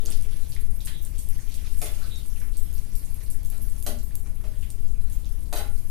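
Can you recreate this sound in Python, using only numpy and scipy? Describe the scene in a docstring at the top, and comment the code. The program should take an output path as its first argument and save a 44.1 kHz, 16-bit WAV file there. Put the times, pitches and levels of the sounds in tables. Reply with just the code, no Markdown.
"""Chopped nuts fry in hot fat: pops (short noise bursts around a pitch) over a fine fizz and a dull rustle
(noise grains near, hiss far). A steel spoon knocks the pan (struck modes plus a crunch) and squeaks on it
(band-passed uneven noise). Under them lie a low gas-flame roar (shaped noise) and a draught on the left only.
A small hard kitchen (early echoes, decaying noise tail) throws the pan sounds back."""
import sys
import numpy as np
from scipy import signal
from scipy.fft import rfft, irfft
from scipy.io import wavfile
from scipy.ndimage import uniform_filter1d

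SR = 44100
rng = np.random.default_rng(int(sys.argv[2]) if len(sys.argv) > 2 else 0)


def transcribe(signal):
    """Save signal, clipped to [-1, 1], as a 16-bit WAV file at the path in sys.argv[1]."""
    frames = np.atleast_2d(signal).T
    limited = np.clip(frames, -1, 1)
    pcm = np.round(limited * 32767).astype(np.int16)
    wavfile.write(sys.argv[1], SR, pcm)


N = 260190

# flame and room spectrum, relative: pitch_hz, level_db
FLAME_SPECTRUM = [(8, -58), (20, 10.5), (32, -28.5), (60, -41), (95, -13.5), (140, -28), (300, -28.5),
                  (600, -28), (1000, -33), (3000, -49.5), (15500, -103)]
# draught spectrum, relative: pitch_hz, level_db
DRAUGHT_SPECTRUM = [(2, -17), (7, 1.5), (14, -6), (28, -11), (57, -19), (114, -30.5), (230, -43),
                    (460, -54), (1000, -77)]
# tail of the room by band: pitch_hz, t60_s, level_db
ROOM_BANDS = [(200, 0.32, 5.5), (850, 0.31, 0), (2600, 0.34, 3.5), (6400, 0.22, 3.5), (15300, 0.24, 8)]
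# counter, splashback, walls, before the band decay: delay_s, level_db
EARLY_ECHOES = [(.0055, -11), (.0085, -10), (.0125, -8), (.018, -13)]
# frying curves, before the near and far gains: time_s, fizz_db, rustle_db
FRYING_LEVELS = [(0.0, -54.5, -56.5), (0.16, -57, -61.5), (0.46, -58, -56.5), (0.61, -56.5, -66.5),
                 (1.3, -60.5, -61), (1.63, -56.5, -55.5), (1.77, -51, -62.5), (1.97, -56.5, -54.5),
                 (2.33, -57, -63.5), (3.16, -58.5, -60.5), (3.32, -63.5, -63), (3.73, -53.5, -61.5),
                 (4.3, -61, -68.5), (4.62, -59.5, -66), (4.96, -65.5, -68.5), (5.14, -59, -60.5),
                 (5.45, -61.5, -67.5), (5.9, -55, -63.5)]
# fizz of the fat, relative: pitch_hz, level_db
FIZZ_SPECTRUM = [(3000, -45), (5000, -13.5), (7000, -5), (9000, 3.5), (11000, 6), (13000, 2),
                 (15500, -12.5)]
# rustle of turned nuts, relative: pitch_hz, level_db
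RUSTLE_SPECTRUM = [(500, 4), (1000, 5), (2000, 11.5), (4000, 10), (6000, 10), (9000, 1), (15000, -55)]
# spoon edge slipping along the metal: start_s, length_s, pitch_hz, width_hz, level_db
SPOON_SQUEAKS = [(.925, 0.056, 3600, 430, -56.5), (2.1, 0.064, 3730, 260, -52),
                 (2.022, 0.073, 3680, 170, -68), (2.0, 0.061, 1400, 330, -58)]
# pan modes, relative: pitch_hz, level_db, t60_s
PAN_MODES = [(236, 0, .07), (325, -2, .06), (385, -3, .06), (426, -1, .07), (493, -6, .05), (561, -6, .05),
             (605, -2, .07), (667, 0, .05), (710, -2, .045), (817, -9, .07), (1050, -2, .04),
             (1190, 0, .04), (1262, -1, .04), (1393, 1, .07), (1454, -2, .05), (1770, -3, .05),
             (1900, -2, .05), (2060, -2, .04), (2546, -5, .04), (2842, -6, .04), (3110, -4, .05),
             (3460, -4, .05), (3931, -4, .08), (4300, -5, .05), (4645, -4, .05), (5410, -6, .06),
             (5900, -8, .05), (6300, -4, .04), (6530, -3, .06), (7250, -7, .05), (8015, -4, .06),
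             (8700, -4, .05), (9848, -2, .06), (10028, 0, .08), (10900, -4, .03), (11704, -3, .06),
             (12395, -3, .06)]
# spoon on pan, hollow knock with a clank above, mode that rings best at that spot:
# start_s, contact_s, knock_db, knock_hz, clank_db, clank_slope_db_per_oct, best_hz, best_extra_db
SPOON_KNOCKS = [(.003, 0.08, -32.5, 417, -71, -6, 325, 2.6), (0.076, 0.0094, -35, 290, -44, -6, 667, 2.3),
                (.245, 0.0065, -43, 403, -84, -2, 426, 3), (0.8722, 0.0014, -65, 410, -45.5, -2, 1850, 4.2),
                (1.815, 0.0023, -27.5, 675, -42, 0.1, 10028, 9),
                (1.821, 0.0075, -32, 405, -46, -5, 2060, 16),
                (1.858, 0.0025, -51, 600, -44.5, -0.5, 3460, 8.5), (1.97, 0.047, -42, 680, -59, 1, 1454, 2),
                (2.054, 0.011, -43, 400, -58.5, 0.5, 1454, 3), (3.517, 0.028, -41, 230, -47, -6, 667, 3.3),
                (3.8633, 0.0022, -23.5, 660, -40, 0.5, 5670, 4.2),
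                (3.868, 0.0043, -27.5, 280, -47, -7, 232, 3.95),
                (4.258, 0.0029, -56, 900, -49, -8, 1900, 5.2),
                (4.439, 0.0061, -41, 503, -49.5, -4.5, 607, 5.9),
                (5.5263, 0.0014, -22.5, 680, -36.5, -2.4, 3931, 6),
                (5.529, 0.00093, -44, 400, -51.5, 2, 11704, 11),
                (5.555, 0.014, -32, 424, -36, -2.5, 3931, 6.2),
                (5.574, 0.0019, -42, 430, -48, 1, 1393, 6.6), (5.595, 0.0064, -30.5, 790, -36, -7, 817, 8)]
# bursting steam pockets and nuts ticking on metal: start_s, peak_db, pitch_hz, gain_to_walls_db
MAIN_POPS = [(0.054, -26, 11800, -18), (0.0542, -38, 4500, -17), (0.0598, -18.5, 6100, -7),
             (0.0693, -32, 4930, -10), (0.1034, -22, 8350, -3), (0.112, -32.5, 3260, -4),
             (0.1234, -25.5, 5200, -3.5), (0.2123, -30, 10000, -13), (0.2247, -28, 9300, -5.5),
             (0.371, -31, 9800, -10), (0.412, -38, 8500, 0), (0.493, -34.5, 9700, 4.5),
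             (0.5218, -33, 4500, -1.5), (0.5505, -31, 11500, -10), (0.5648, -32, 2160, -8.5),
             (0.5895, -48, 2600, -4), (0.806, -34, 3900, -2), (0.8097, -39, 7900, -11),
             (0.8505, -26.5, 9100, 6), (0.862, -33, 10300, -16), (0.8733, -30, 2520, -2),
             (1.0165, -38, 10700, 9), (1.051, -24, 9100, -4.5), (1.1831, -27.5, 8400, 4),
             (1.289, -23.5, 12300, -2.5), (1.3917, -44.5, 1850, -3), (1.4013, -36.5, 7440, 2.5),
             (1.513, -35.5, 4000, 0.5), (1.5425, -28.5, 9900, -0.5), (1.543, -31, 4200, -9),
             (1.664, -35.5, 3900, -4), (1.7286, -35, 10000, -9), (1.7897, -28.5, 8540, -3),
             (1.8455, -22, 10000, -4.5), (1.939, -40.5, 2640, -4), (1.94, -34.5, 7950, 3),
             (2.11, -51, 4500, -12), (2.1594, -31.5, 5800, -4), (2.178, -36, 11600, 4),
             (2.2608, -31, 8800, -3), (2.3637, -43, 2710, -2), (2.392, -36.5, 9700, 5),
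             (2.417, -37.5, 1530, -4), (2.5702, -24.5, 10000, -0.5), (2.629, -31.5, 11700, 1),
             (2.729, -32, 13000, -1), (2.7435, -32, 11500, 2.5), (2.781, -34.5, 5700, -5),
             (2.851, -38, 8680, -10), (2.9539, -27.5, 9200, 2), (3.049, -33.5, 8600, 2.5),
             (3.1442, -30, 11800, -6), (3.2287, -38, 10300, 9), (3.303, -25, 10000, 1.5),
             (3.433, -35, 11600, -2), (3.45, -32, 11600, 2.5), (3.5015, -25.5, 12200, -7),
             (3.5075, -31, 12000, -16), (3.5357, -52, 4500, -6), (3.58, -35, 8290, -8),
             (3.6095, -37, 11500, -12), (3.6177, -29.5, 10900, 4.5), (3.6988, -32, 8200, -6),
             (3.765, -42, 6700, -23), (3.7865, -36, 9780, -4), (3.8012, -32, 11700, -19),
             (3.826, -20, 10200, -6), (3.9886, -35.5, 6800, -0.5), (4.0304, -34, 11500, 4),
             (4.11, -46.5, 1740, -3), (4.1544, -24, 10950, -4.5), (4.273, -44, 7900, -1),
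             (4.411, -46, 1300, -6), (4.611, -35, 9200, -3), (4.627, -43.5, 2900, 3),
             (4.7036, -24, 8400, -7), (4.881, -43.5, 8400, 2.5), (4.916, -38, 9200, -5),
             (5.0995, -32.5, 11800, -1), (5.124, -32, 9550, 2.5), (5.2465, -40.5, 3840, -9),
             (5.2556, -38, 8100, -5), (5.2925, -37, 10600, -7), (5.327, -35, 11500, -6),
             (5.4375, -39, 11500, -12), (5.7787, -37, 11680, 3)]

FLAME_DB, DRAUGHT_DB = -50, -19.5  # rms
TOP_HZ = 15450  # upper limit of everything but direct pops and draught
EDGE_HZ = 16400  # upper limit of the whole mix
PAN_TO_ROOM_DB = -0.5  # spoon sounds sent to the walls

BELOW_DB_PER_OCT, ABOVE_DB_PER_OCT = 11, 12.5  # fall of the hollow knock either side of its pitch
CLANK_HZ, CLANK_TOP_HZ = 970, 16600  # knock gives way to clank; clank dies away
CRUNCH_DB, CRUNCH_RISE_S = 31, 0.0012

POP_OCTAVES, SNAP_OCTAVES, SPRAY_OCTAVES = 0.17, 1.48, 0.77  # Gaussian half-widths at 1/e
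SNAP_DB, SNAP_DB_PER_DB, BIG_POP_DB = -10, 0.15, -11.5  # snap gain at a big pop, and its growth with size
POP_DECAY_S, PAN_WALL_DB = 0.00035, -5
SIDE_DB = 3  # left-right spread from pop to pop
SMALL_PER_S, SMALL_BASE_DB, SMALL_SPREAD_DB = 45, -62.5, 9
SMALL_LOW_HZ, SMALL_HIGH_HZ = 4500, 13900


def amp(db):
    """Decibels to gain."""
    return 10 ** (np.asarray(db) / 20)


def evened(x):
    """Scales to rms 1."""
    return x / np.sqrt(np.mean(x ** 2) + 1e-20)


def by_pitch(points, hz, order=1):
    """Reads one table column on a log-frequency axis."""
    table = np.transpose(points)
    return np.interp(np.log(hz + 1), np.log(table[0] + 1), table[order])


def by_time(rows, order=1):
    """Reads one table column at every sample."""
    table = np.transpose(rows)
    return np.interp(np.arange(N) / SR, table[0], table[order])


def colour(x, points):
    """Imposes a spectrum, rms 1."""
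    gain = amp(by_pitch(points, np.fft.rfftfreq(N, 1 / SR)))
    return evened(irfft(rfft(x) * gain, N))


def add(mix, start_s, sound):
    """Mixes a sound in at start_s."""
    part = mix[..., round(start_s * SR):][..., :sound.shape[-1]]
    part += sound[..., :part.shape[-1]]


def low_pass(x, hz):
    """Steep linear-phase cut above hz."""
    taps = signal.firwin(511, hz, window=("kaiser", 9), fs=SR)
    return signal.oaconvolve(x, taps[None], "same")


def flame():
    """Steady low roar of burner and room: shaped noise, partly shared by both channels."""
    a, b, both = rng.standard_normal((3, N))
    left = colour(a + .7 * both, FLAME_SPECTRUM)
    right = colour(b + .7 * both, FLAME_SPECTRUM)
    return amp(FLAME_DB) * np.array([left, right])


def draught():
    """Steady turbulence, low-frequency noise on the left only."""
    left = amp(DRAUGHT_DB) * colour(rng.standard_normal(N), DRAUGHT_SPECTRUM)
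    return np.array([left, 0 * left])


def kitchen(x):
    """Early echoes, then random taps that build up and die band by band, differing left and right."""
    taps = np.zeros((2, SR // 2))
    starts = np.arange(200, SR // 2 - 16, 16)
    at = starts + rng.integers(0, 16, (2, len(starts)))
    build_up = 1 - np.exp(-(at - 200) / 19.0)
    np.put_along_axis(taps, at, rng.choice([-1., 1.], at.shape) * build_up, 1)
    taps *= amp(-14)
    skews = rng.uniform(0, 10, (len(EARLY_ECHOES), 2))  # samples
    for (delay_s, level_db), skew in zip(EARLY_ECHOES, skews):
        taps[[0, 1], (delay_s * SR + skew).astype(int)] += amp(level_db)
    hz, t, z = signal.stft(taps, SR, nperseg=256)
    same = (1 / (1 + (hz / 720.0) ** 2))[:, None]  # long waves reach both sides alike
    z[1] = same * z[0] + np.sqrt(1 - same ** 2) * z[1]
    level_db = by_pitch(ROOM_BANDS, hz, order=2)[:, None]
    t60_s = by_pitch(ROOM_BANDS, hz)[:, None]
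    z *= amp(level_db - 60 * t / t60_s)
    tail = rfft(signal.istft(z, SR, nperseg=256)[1], SR)
    # smooth fine spectral ripple, for an even tail
    fine, broad = (uniform_filter1d(abs(tail) ** 2, size=width_hz) for width_hz in (30, 400))
    tail = irfft(tail * np.sqrt(broad / (fine + 1e-20)))[:, :SR // 2]
    return signal.fftconvolve(x[None], tail, axes=1)[:, :N]


def hiss(points, same, patchy_db, flicker_db):
    """Stereo noise with drifting patches and an all-pitch flicker; same = left-right likeness."""
    frames, hz = N // 128 + 5, np.fft.rfftfreq(512, 1 / SR)
    a, b, c, d, patches = rng.standard_normal((frames, 257, 5)).T
    patches = uniform_filter1d(patches, size=8, axis=0)
    patches = evened(uniform_filter1d(patches, size=20, axis=1))
    flicker = evened(uniform_filter1d(rng.exponential(1, frames) - 1, size=5))
    left = a + 1j * b
    right = same * left + np.sqrt(1 - same ** 2) * (c + 1j * d)
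    gain_db = by_pitch(points, hz)[:, None] + patchy_db * patches + flicker_db * flicker
    z = np.array([left, right]) * amp(gain_db)
    return evened(signal.istft(z, nperseg=512, noverlap=384)[1][:, :N])


def grains(per_s, spread_db, points, octaves):
    """Tiny bursts at random moments, a few large, each around one of ten pitches."""
    size = amp(spread_db * np.minimum(rng.exponential(1, N), 4)) * rng.choice([-1., 1.], N)
    size *= rng.random(N) < per_s / SR
    kind, hz, spectrum = rng.integers(0, 10, N), np.fft.rfftfreq(N, 1 / SR), 0
    for k, pitch_hz in enumerate(np.geomspace(points[1][0], points[-1][0], num=10)):
        band = np.exp(-(np.log2((hz + 1) / pitch_hz) / octaves) ** 2)
        spectrum = spectrum + rfft(size * (kind == k)) * band
    return colour(irfft(spectrum, N), points)


def frying():
    """Treble fizz of the fat and duller rustle of nuts being turned: grains near, hiss wash far."""
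    fizz, rustle = amp(by_time(FRYING_LEVELS)), amp(by_time(FRYING_LEVELS, order=2))
    crackle = grains(700, 5.5, FIZZ_SPECTRUM, .3)
    ticks = grains(300, 5, RUSTLE_SPECTRUM, .35)
    near = amp(-6.5) * fizz * crackle + amp(-8.0) * rustle * ticks
    far_fizz = hiss(FIZZ_SPECTRUM, .05, 3, 3)
    far_rustle = hiss(RUSTLE_SPECTRUM, .15, 3, 2.)
    wash = amp(2.0) * fizz * far_fizz + amp(1.5) * rustle * far_rustle
    return near, wash


def squeaks():
    """Uneven slips of the spoon edge excite one resonance: stepped noise through a band-pass."""
    out = np.zeros(N)
    for start_s, length_s, pitch_hz, width_hz, level_db in SPOON_SQUEAKS:
        edges_hz = [pitch_hz - width_hz / 2, pitch_hz + width_hz / 2]
        band = signal.butter(2, edges_hz, "band", fs=SR, output="sos")
        slips = rng.standard_normal(8192) * np.repeat(rng.exponential(1, 64), 128)
        rub = signal.sosfilt(band, slips)[-round(length_s * SR):]
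        add(out, start_s, amp(level_db) * evened(rub) * signal.windows.tukey(len(rub), .5))
    return out


def blow_db(hz, knock_db, knock_hz, clank_db, slope_db_per_oct):
    """Drive of a blow at each pitch: a hollow knock with a clank above it."""
    octaves = np.log2((hz + 1) / knock_hz)
    knock = amp(knock_db + np.minimum(BELOW_DB_PER_OCT * octaves, -ABOVE_DB_PER_OCT * octaves))
    above = (hz + 1) / CLANK_HZ
    clank = amp(clank_db + slope_db_per_oct * np.log2(above)) * above ** 2 / (1 + above ** 2)
    clank /= 1 + (hz / CLANK_TOP_HZ) ** 6
    return 20 * np.log10(knock / (1 + above ** 4) + clank)


def knocks():
    """A blow and its rough contact drive decaying pan modes and a crunch of nuts under the spoon."""
    out, t, bins_hz = np.zeros(N), np.arange(8192) / SR, np.fft.rfftfreq(8192, 1 / SR)
    thin = bins_hz ** 3 / (bins_hz ** 3 + 1100 ** 3)  # small pieces give no bass
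    hz, mode_db, t60_s = np.transpose(PAN_MODES)[:, :, None]
    swell = 1 - np.exp(-t * hz / 4.5)  # low modes take a few cycles to speak
    noises = rng.standard_normal((len(SPOON_KNOCKS), 2, 8192))
    for (start_s, contact_s, *blow, best_hz, best_db), noise in zip(SPOON_KNOCKS, noises):
        fade = np.exp(-t / contact_s)
        spot_db = best_db * np.exp(-(np.log(hz / best_hz) / .03) ** 2)
        ring = amp(mode_db + spot_db + blow_db(hz, *blow) - 60 * t / t60_s)
        modes = ring * swell * np.sin(2 * np.pi * hz * t)
        force = noise[0] * fade / np.linalg.norm(fade)
        force[0] += 0.002 / contact_s  # a short contact starts with a clean blow
        rung = signal.fftconvolve(modes, force[None], axes=1)
        # each mode keeps its share of the blow
        rung *= (np.linalg.norm(modes, axis=1) / np.linalg.norm(rung, axis=1))[:, None]
        lumps = np.repeat(noise[0, ::64], 64) ** 2  # pieces give way one after another
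        grit = noise[1] * lumps * fade * (1 - np.exp(-t / CRUNCH_RISE_S))
        grit = np.roll(grit / np.linalg.norm(grit), 128)  # room for filter pre-ringing
        crunch = irfft(rfft(grit) * amp(blow_db(bins_hz, *blow) + CRUNCH_DB) * thin)
        add(out, start_s, rung.sum(0))
        add(out, start_s - 128 / SR, crunch)
    return out


def small_pops():
    """Rows of mostly faint pops at random moments, levels and pitches, high pitches favoured."""
    rows = []
    for when, size, pitch in rng.random((round(SMALL_PER_S * N / SR), 3)):
        start_s = 0.0072 + when * N / SR
        peak_db = SMALL_BASE_DB - SMALL_SPREAD_DB * np.log(size + 0.069)
        pitch_hz = SMALL_LOW_HZ * (SMALL_HIGH_HZ / SMALL_LOW_HZ) ** np.sqrt(pitch)
        rows.append((start_s, peak_db, pitch_hz, -6.))
    return rows


def pops():
    """A bursting pocket: brief noise around its pitch over a wide snap that grows with size."""
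    out, t, hz = np.zeros((3, N)), np.arange(1024) / SR, np.fft.rfftfreq(1024, 1 / SR)
    rows = MAIN_POPS + small_pops()
    late_s = np.maximum(t - 256 / SR, 0)  # room for filter pre-ringing
    noises = rng.standard_normal((len(rows), 1024))
    for (start_s, peak_db, pitch_hz, room_db), noise in zip(rows, noises):
        burst = noise * (late_s > 0) * np.exp(-late_s / POP_DECAY_S)
        burst[257] += 4  # the skin of the pocket tears at once
        torn = rfft(burst) / (1 + (hz / 15200) ** 24)
        octaves = np.log2((hz + 1) / pitch_hz)
        band = np.exp(-(octaves / POP_OCTAVES) ** 2)
        snap_gain = amp(SNAP_DB + SNAP_DB_PER_DB * (peak_db - BIG_POP_DB))
        snap = snap_gain * np.exp(-(octaves / SNAP_OCTAVES) ** 2)
        pop = irfft(torn * (band + snap))
        pop = amp(peak_db) * pop / abs(pop).max()
        spray = irfft(torn * np.exp(-(octaves / SPRAY_OCTAVES) ** 2))  # the walls hear a wider band
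        spray = amp(peak_db) * spray * np.sqrt(45000 / pitch_hz) / np.linalg.norm(spray)
        direct = pop + amp(PAN_WALL_DB) * np.roll(pop, 48)  # thrown back by the far wall of the pan
        side = amp(SIDE_DB * noise[0] / 2)  # its place in the pan
        add(out, start_s - 256 / SR, np.array([direct * side, direct / side, amp(room_db) * spray]))
    return out


def scene():
    """Direct pan sounds, their echo, and the steady layers."""
    near, wash = frying()
    popped = pops()
    struck = knocks() + squeaks()
    echo = kitchen(popped[2] + near + amp(PAN_TO_ROOM_DB) * struck)
    far = low_pass((echo + wash) * amp([[-.4], [.4]]) + flame(), TOP_HZ)
    direct = popped[:2] + low_pass((struck + near)[None], TOP_HZ)
    return direct * amp([[-.9], [.9]]) + far + draught()


def record(dry):
    """Limits the band."""
    return low_pass(dry, EDGE_HZ)


dry = scene()
out = record(dry)
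transcribe(out)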